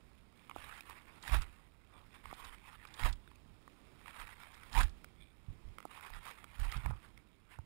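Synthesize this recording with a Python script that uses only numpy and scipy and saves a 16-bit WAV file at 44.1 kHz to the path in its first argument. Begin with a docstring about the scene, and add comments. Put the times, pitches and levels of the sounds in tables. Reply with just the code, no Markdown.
"""Camels walk over stony desert ground, heard from a small camera strapped to one animal's leg.
Soft feet press the gravel into a crunch and knock loose stones together; harness metal jingles faintly.
Each swing of the leg rustles loudly and pushes air across the microphone; the strap rubs and footfalls
jolt the camera. Between strides a low wind remains. The single microphone feeds only the right channel."""
import sys
import numpy as np
from scipy import signal
from scipy.fft import rfft, irfft, next_fast_len
from scipy.io import wavfile
from scipy.ndimage import uniform_filter1d, map_coordinates

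SR = 44100
rng = np.random.default_rng(int(sys.argv[2]) if len(sys.argv) > 2 else 0)


def dump(signal):
    """Clip the signal to [-1, 1] and save it as 16-bit WAV at the path in sys.argv[1]."""
    limited = np.clip(np.atleast_2d(signal).T, -1, 1)
    pcm = np.round(limited * 32767).astype(np.int16)
    wavfile.write(sys.argv[1], SR, pcm)


N = 337365

# swings of the leg that carries the camera, one a stride:
# (fastest moment [s], rustle [dB], run-up [s], buffet [dB], flutter [dB])
LEG_SWINGS = [(1.354, -40, 0.11, -32.5, -47.5), (3.069, -41, 0.073, -34.5, -48.5),
              (4.807, -37.5, 0.062, -30.5, -47.5), (6.649, -51, 0.046, -36.5, -59.5)]


def amp(db):
    """Decibels to gain."""
    return 10 ** (np.asarray(db) / 20)


def unit(x):
    """Scale to rms 1."""
    return x / np.sqrt(np.mean(x ** 2) + 1e-20)


def together(gains):
    """Independent sounds add in power."""
    return np.sqrt(sum(g ** 2 for g in gains))


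def add(track, s, sound):
    """Mix a short sound into the track at time s."""
    part = track[max(round(s * SR), 0):][:len(sound)]
    part += sound[:len(part)]


def swell(s, hold, rise, fall):
    """Envelope that reaches 1 at time s, holds and falls; rise and fall are the seconds for 20 dB."""
    t = np.arange(N) / SR - s
    return amp(-20 * (np.maximum(-t, 0) / rise + np.maximum(t - hold, 0) / fall))


def wobble(rate):
    """Smooth random modulation, rate knots a second."""
    knots = rng.standard_normal(int(N * rate / SR) + 4)
    return map_coordinates(knots, [np.arange(N) * rate / SR])


def filtered(x, response):
    """Zero-phase EQ; response gives the gain at each frequency."""
    size = next_fast_len(N + 8192)
    return irfft(rfft(x, size) * response(np.fft.rfftfreq(size, 1 / SR)), size)[:N]


def coloured(x, curve):
    """Minimum-phase EQ along a curve of (frequency [Hz], level [dB]) points."""
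    hz, db = np.transpose(curve)
    size = 4096
    gain = amp(np.interp(np.log(np.fft.rfftfreq(size, 1 / SR) + 1), np.log(hz), db))
    cepstrum = irfft(np.log(gain + 1e-6))
    cepstrum[1:size // 2] *= 2  # folding the cepstrum makes the filter causal
    cepstrum[size // 2 + 1:] = 0
    return signal.fftconvolve(x, irfft(np.exp(rfft(cepstrum))))[:N]


def noise(curve):
    """Noise of rms 1, shaped by an EQ curve."""
    return unit(coloured(rng.standard_normal(N), curve))


def grains(rate, spread_db):
    """Tiny impacts at random moments, rate a second: many weak ones, a few strong."""
    strength = amp(spread_db * np.minimum(rng.standard_exponential(N), 4))
    return unit((rng.random(N) < rate / SR) * rng.choice([-1, 1], N) * strength)


def shifting(x, depth_db):
    """Different stones touch from moment to moment, so narrow resonances come and go."""
    spectra = signal.stft(x, nperseg=512)[2]
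    patches = uniform_filter1d(rng.standard_normal(spectra.shape), size=3, axis=0)
    patches = unit(uniform_filter1d(patches, size=7, axis=1))
    return unit(signal.istft(spectra * amp(depth_db * patches), nperseg=512)[1][:N])


def eddies(curve, evenness=0.64):
    """Low turbulence whose successive eddies are of similar strength."""
    analytic = signal.hilbert(noise(curve))
    return unit(analytic.real / (np.abs(analytic) + 0.31) ** evenness)


def desert_air():
    """The bed: a low wind rumble and the faint rush of the open desert, both wavering."""
    # EQ of the rumble and of the rush: (frequency [Hz], level [dB])
    rumble_eq = [(15, -6), (50, 5), (120, -5.5), (250, -14), (500, -27), (1500, -54)]
    rush_eq = [(80, -35), (150, -1.5), (300, -4.5), (460, -11), (600, -13.5), (1300, -16.5), (1700, -21),
               (3500, -23), (4500, -26.5), (7000, -31), (9000, -33), (15500, -37.5)]
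    rumble = amp(-72.0 + 2.7 * wobble(14)) * noise(rumble_eq)
    rush = amp(-70.5 + 2.1 * wobble(3.97)) * noise(rush_eq)
    return rumble + rush


def harness():
    """Small metal rings rattle against each other as the load sways."""
    # shakes of the harness: (middle [s], length [s], level [dB])
    shakes = [(0.403, 0.055, -77), (1.965, 0.044, -72.5), (2.153, 0.045, -71), (3.272, 0.059, -79),
              (5.084, 0.015, -71), (5.223, 0.042, -66.5), (5.285, 0.05, -75)]
    # modes of the metal: (frequency [Hz], bandwidth [Hz], level [dB])
    modes = [(2380, 120, 0.5), (3480, 130, 4), (8660, 120, -4), (9330, 120, -10), (14400, 150, -12)]
    out, t = np.zeros(N), np.arange(SR // 4) / SR
    middle = t.mean()
    for s, length, db in shakes:
        contacts = (rng.random(len(t)) < 350 / SR) * rng.standard_normal(len(t))
        shake = np.exp(-2 * ((t - middle) / length) ** 2)
        ring = np.zeros(len(t))
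        for hz, width, mode_db in modes:
            gain = amp(mode_db + rng.normal(0, 1.5)) * np.sqrt(width)
            ring += gain * np.sin(2 * np.pi * hz * t) * np.exp(-np.pi * width * t)
        jingle = unit(signal.fftconvolve(contacts, ring)[:len(t)])
        add(out, s - middle, amp(db) * shake * jingle)
    return out


def strap_rubs():
    """The strap drags over the woolly leg: a short, hollow scrape in one broad resonance."""
    # rubs of the strap: (middle [s], length [s], level [dB], resonance [Hz])
    rubs = [(1.343, 0.0099, -43, 750), (1.975, 0.098, -66, 1070), (3.067, 0.021, -43, 910),
            (4.799, 0.013, -44, 1060), (6.887, 0.11, -58.5, 1150)]
    out, t = np.zeros(N), np.arange(SR // 3) / SR
    middle = t.mean()
    for s, length, db, hz in rubs:
        fibres = (rng.random(len(t)) < 1800 / SR) * rng.standard_normal(len(t))
        hollow = np.sin(2 * np.pi * hz * t) * amp(-60 * t / 0.0057) * (1 - np.exp(-t / 0.00026))
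        stroke = np.exp(-2 * ((t - middle) / length) ** 2)
        scrape = unit(signal.fftconvolve(fibres, hollow)[:len(t)])
        add(out, s - middle, amp(db) * stroke * scrape)
    return out


def camera_jolts():
    """The leg takes the weight and the camera bobs in a short thump, its pitch sagging."""
    # footfalls felt through the leg: (time [s], level [dB], starting pitch [Hz])
    footfalls = [(1.363, -31, 66), (5.483, -41, 101), (6.761, -39, 65), (6.861, -35.5, 80),
                 (6.894, -38.5, 151), (7.59, -42, 102)]
    out, t = np.zeros(N), np.arange(SR // 8) / SR
    for s, db, hz in footfalls:
        phase = 2 * np.pi * np.cumsum(hz * np.exp(-t / 0.072)) / SR
        bob = np.sin(phase) * amp(-60 * t / 0.057) * (1 - np.exp(-t / 0.0067))
        add(out, s, amp(db) * bob / np.abs(bob).max())
    return out


def microphone_wind():
    """Each swing pushes air over the microphone and leaves a wake; puffs and a breeze fill the gaps."""
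    # EQ of the sub-bass buffet and of the flutter above it: (frequency [Hz], level [dB])
    buffet_eq = [(12, -15.5), (25, -2), (50, -0.5), (70, -6.5), (110, -30.5), (250, -56), (600, -120)]
    flutter_eq = [(40, -20.5), (80, 2), (120, -2), (190, -14.5), (300, -33), (700, -52), (2000, -120)]
    # puffs of air as the standing leg sways: (time [s], hold [s], buffet [dB], flutter [dB])
    puffs = [(0.57, 0.19, -65.5, -71), (2.252, .04, -61, -65), (2.418, .1, -59, -77),
             (3.505, 0.016, -66, -66), (4.196, 0.06, -56.5, -75), (5.497, 0.024, -49, -53),
             (5.655, 0.047, -50, -62.5), (6.112, 0.075, -55, -67), (6.596, 0.015, -40, -48),
             (6.762, 0.018, -41.5, -46.5), (6.844, 0.085, -44, -48.5), (7.59, 0.016, -58, -56.5)]
    gust_db, wake_db = -4.5, -22  # relative to the swing's buffet
    lead_s, hold_s = 0.033, 0.065
    breeze = amp(3 * wobble(7))
    buffets, flutters = [amp(-72.5) * breeze], [amp(-73.5) * breeze]
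    for s, _, _, buffet_db, flutter_db in LEG_SWINGS:
        buffets.append(amp(buffet_db + gust_db) * swell(s - lead_s, hold_s, rise=0.031, fall=0.089))
        buffets.append(amp(buffet_db + wake_db) * swell(s - lead_s, hold_s, rise=0.08, fall=0.24))
        flutters.append(amp(flutter_db) * swell(s - 0.051, hold=0.068, rise=0.022, fall=0.09))
    for s, hold, buffet_db, flutter_db in puffs:
        puff = swell(s, hold, rise=0.019, fall=0.057)
        buffets.append(amp(buffet_db) * puff)
        flutters.append(amp(flutter_db) * puff)
    return together(buffets) * eddies(buffet_eq) + together(flutters) * eddies(flutter_eq)


def air_shoves():
    """Air shoves the microphone as the leg speeds up and again as it stops: two soft pressure pulses."""
    lead_s, gap_s, width_s = 0.0193, 0.0598, 0.0063
    start_db, stop_db = 6.5, 2  # relative to the swing's buffet
    out, t = np.zeros(N), np.arange(N) / SR
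    for s, _, _, buffet_db, _ in LEG_SWINGS:
        for delay, db in [(0, start_db), (gap_s, stop_db)]:
            offset = (t - s + lead_s - delay) / width_s
            pulse = (offset ** 2 - 1) * np.exp(-offset ** 2 / 2)  # a dip with a rebound on either side
            out += amp(buffet_db + db) * pulse
    return out


def loose_chips(effort):
    """Chips chatter for a few milliseconds each around the caravan's feet, louder as the effort grows."""
    # EQ of the chips: (frequency [Hz], level [dB])
    chip_eq = [(400, -29), (1200, -3.5), (3200, 3), (5000, -10.5), (10000, -11), (16000, -13.5)]
    t = np.arange(SR // 50) / SR
    decay = amp(-60 * t / 0.013)
    energy = signal.fftconvolve(grains(rate=55, spread_db=1.5) ** 2, decay ** 2)[:N]
    chatter = unit(np.sqrt(np.abs(energy)) * shifting(noise(chip_eq), depth_db=4.0))
    effort_db = 20 * np.log10(effort)
    return amp(-71.5 + 0.54 * (effort_db + 57)) * chatter


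def grit_scratches():
    """Sharp grit skids over stone in short, bright ticks of noise."""
    # skids of grit: (time [s], level [dB])
    skids = [(1.226, -48.5), (1.4186, -44), (2.338, -54), (2.446, -50.5), (2.8713, -55.5), (2.9395, -49),
             (3.0904, -49), (3.1265, -45.5), (4.543, -55), (4.7284, -45.5), (4.787, -38), (4.8296, -40.5),
             (4.893, -57.5), (6.7162, -44), (6.7685, -51)]
    # EQ of a skid: (frequency [Hz], level [dB])
    grit_eq = [(1000, -52), (2800, -9), (3600, 5), (5000, -2), (8200, -4.5), (10000, -21), (16000, -30)]
    envelope, t = np.zeros(N), np.arange(SR // 10) / SR
    for s, db in skids:
        add(envelope, s, amp(db - 60 * t / 0.03) * (1 - np.exp(-t / 0.00091)))
    return envelope * noise(grit_eq)


def pebble_clicks():
    """Pebbles click together: each rings for a few milliseconds in four modes, over a sharp crack."""
    # pebble hits: (time [s], level [dB], nominal pitch [Hz], crack within the click [dB])
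    hits = [(0.496, -38, 1200, -10.5), (0.512, -39.5, 1130, -19), (0.807, -41, 2180, 1),
            (0.897, -39.5, 954, -3), (2.256, -38, 1225, -10.5), (2.312, -40.5, 1220, -10),
            (2.852, -42.5, 1280, -11), (3.035, -31.5, 2190, -10), (3.276, -49, 1340, -10),
            (3.315, -51, 1090, -11), (3.357, -55, 2480, -4), (4.059, -43.5, 1170, -14),
            (4.08, -41.5, 1790, -12), (4.199, -40.5, 1740, -12), (4.271, -44, 2240, -3),
            (4.75, -30.5, 1800, -10), (4.783, -30, 1090, -6), (5.044, -40, 1190, -3),
            (5.784, -36.5, 1250, -11), (5.803, -41, 1214, -8), (5.827, -47, 1260, -6.5),
            (5.976, -47, 1200, -9), (6.009, -43.5, 1310, -4), (6.102, -43.5, 900, -2),
            (6.136, -44, 2130, -7), (6.253, -42.5, 1160, -4), (6.442, -42, 1275, -4),
            (6.583, -50, 1370, -5), (6.599, -38.5, 1210, 0), (6.723, -34, 1910, -6),
            (6.86, -31, 955, -13.5), (7.176, -47.5, 1940, -5)]
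    modes = [(0.45, -8.5), (1, 5), (1.8, -2.5), (2.5, -7)]  # (pitch ratio, level [dB])
    out, t = np.zeros(N), np.arange(SR // 20) / SR
    for s, db, hz, crack_db in hits:
        ring = np.zeros(len(t))
        for ratio, mode_db in modes:
            gain = amp(mode_db + rng.normal(0, 1.3))
            mode_hz = hz * ratio * rng.normal(1, 0.071)
            ring += gain * np.sin(2 * np.pi * mode_hz * t) * amp(-60 * t / 0.0086)
        crack = amp(crack_db) * rng.standard_normal(len(t)) * amp(-60 * t / 0.012)
        click = (ring + crack) * (1 - np.exp(-t / 0.00077))
        add(out, s, amp(db) * click / np.abs(click).max())
    return out


def stone_knocks():
    """A larger stone rocks under a padded foot: a dead knock with a faint edge."""
    # rocking stones: (time [s], level [dB], pitch [Hz])
    stones = [(0.562, -32.5, 780), (2.328, -35, 770), (3.678, -42.5, 1110), (5.853, -32.5, 773),
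              (6.861, -52, 890), (6.909, -36.5, 850), (7.588, -41.5, 900)]
    out, t = np.zeros(N), np.arange(SR // 20) / SR
    for s, db, hz in stones:
        # neighbouring modes swing in opposite senses and merge into one broad clack
        phase = 2 * np.pi * hz * t
        clack = (np.sin(phase) - 0.44 * np.sin(1.68 * phase)) * amp(-60 * t / 0.014)
        thud = -0.42 * np.sin(2 * np.pi * 290 * t) * amp(-60 * t / 0.021)
        edge = 0.12 * rng.standard_normal(len(t)) * amp(-60 * t / 0.016)
        knock = clack + thud + edge
        add(out, s, amp(db) * knock / np.abs(knock).max())
    return out


def tread_envelope():
    """Weight comes on and off each foot; the gravel around it shifts a little before and after."""
    # feet pressing into the gravel: (time [s], time under load [s], crunch [dB])
    steps = [(.585, .2, -57.5), (.88, 0.05, -58.5), (.96, 0.048, -62.5), (1.075, .11, -67.5),
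             (1.415, 0.0094, -53), (1.51, .02, -75), (1.652, 0.0083, -89), (.38, 0.19, -74.5),
             (1.94, 0.12, -76), (2.145, 0.018, -64.5), (2.26, 0.13, -62), (2.405, 0.086, -56.5),
             (2.53, 0.011, -59), (2.66, 0.092, -61), (2.8, 0.16, -66), (4.075, 0.033, -58.5),
             (4.155, 0.014, -57), (4.202, 0.012, -51.5), (4.29, 0.038, -58.5), (4.385, 0.088, -60),
             (4.52, .18, -64), (5.925, 0.067, -59), (6.025, 0.05, -56), (6.14, 0.035, -58),
             (6.268, 0.039, -52), (6.37, .03, -63.5), (6.53, 0.028, -63.5), (6.695, 0.066, -53.5),
             (6.805, 0.11, -62), (7.04, 0.035, -67), (7.52, 0.024, -64)]
    settle_db, far_feet_db, uneven_ground_db = -12.5, -79.5, 0.88
    loads = [amp(db) * swell(s, hold, rise=0.053, fall=0.041) for s, hold, db in steps]
    settling = [amp(db + settle_db) * swell(s, hold, rise=0.33, fall=0.33) for s, hold, db in steps]
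    return together(loads + settling + [amp(far_feet_db)]) * amp(uneven_ground_db * wobble(30))


def swing_envelope():
    """The rustle grows as the leg gathers speed and dies quickly after its fastest moment."""
    growth_db_per_s = 116
    t = np.arange(N) / SR
    swings = []
    for s, db, run_up, _, _ in LEG_SWINGS:
        crescendo = amp(db - growth_db_per_s * np.maximum(s - t, 0))
        swings.append(crescendo * swell(s - run_up, run_up, rise=0.051, fall=0.053))
    return together(swings)


def gravel_crunch(tread, swing):
    """Stones slip in little avalanches under the feet; the fast swing scuffs them into a rustle."""
    # EQ of trodden and of scuffed gravel: (frequency [Hz], level [dB])
    trodden_eq = [(240, -43), (400, -11), (620, -11.5), (860, -2), (1200, 0.5), (2000, -3.5), (3700, -11),
                  (5200, -18.5), (7000, -18.5), (9700, -14.5), (11500, -20), (13800, -16), (15500, -24.5)]
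    scuffed_eq = [(120, -31.5), (240, -9), (380, -17), (600, -14.5), (800, -3.5), (1000, -3.5),
                  (1250, -3.5), (1750, -2.5), (2050, -8), (3700, -12.5), (5500, -18), (9900, -18),
                  (13400, -20.5), (15500, -23)]
    tread_grit_db, swing_grit_db = -11, -9.5  # fine grit relative to the coarse stones
    trodden = coloured(grains(rate=3600, spread_db=3.3) + 0.52 * rng.standard_normal(N), trodden_eq)
    scuffed = coloured(grains(rate=2200, spread_db=4.0) + 0.59 * rng.standard_normal(N), scuffed_eq)
    avalanches = unit(amp(1.22 * wobble(70) + 1.77 * wobble(260)))
    lowpass = lambda hz: 1 / (1 + (hz / 3900) ** 8)
    out = np.zeros(N)
    for envelope, texture, grit_db in [(tread, trodden, tread_grit_db), (swing, scuffed, swing_grit_db)]:
        stones = avalanches * shifting(texture, depth_db=2.5)
        coarse = unit(filtered(stones, lowpass))
        fine = unit(filtered(stones, lambda hz: 1 - lowpass(hz)))
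        out += envelope * (coarse + amp(grit_db) * fine)
    return out


def scene():
    """Everything reaches one microphone on the right channel; the left stays silent."""
    tread, swing = tread_envelope(), swing_envelope()
    gravel = gravel_crunch(tread, swing) + loose_chips(together([tread, swing]))
    stones = stone_knocks() + pebble_clicks() + grit_scratches()
    gear = camera_jolts() + harness() + strap_rubs()
    air = air_shoves() + microphone_wind() + desert_air()
    return np.array([np.zeros(N), 2 * (gravel + stones + gear + air)])


def record(dry):
    """The microphone's housing colours the treble; nothing passes above the band limit."""
    # peaks and dips of the housing: (centre [Hz], width [Hz], gain [dB])
    housing_eq = [(1570, 153, -2.5), (2350, 290, 2.5), (2970, 103, -3), (3820, 60, 3.5), (4300, 450, -2.5),
                  (6010, 330, -13.5), (7610, 820, -2.5), (8320, 130, 4.5), (9780, 460, 2.5),
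                  (12020, 520, -19)]
    band_limit_hz = 15650

    def response(hz):
        gain_db = sum(db * np.exp(-((hz - centre) / width) ** 2) for centre, width, db in housing_eq)
        return amp(gain_db) * (hz < band_limit_hz)

    return np.array([filtered(channel, response) for channel in dry])


dry = scene()
out = record(dry)
dump(out)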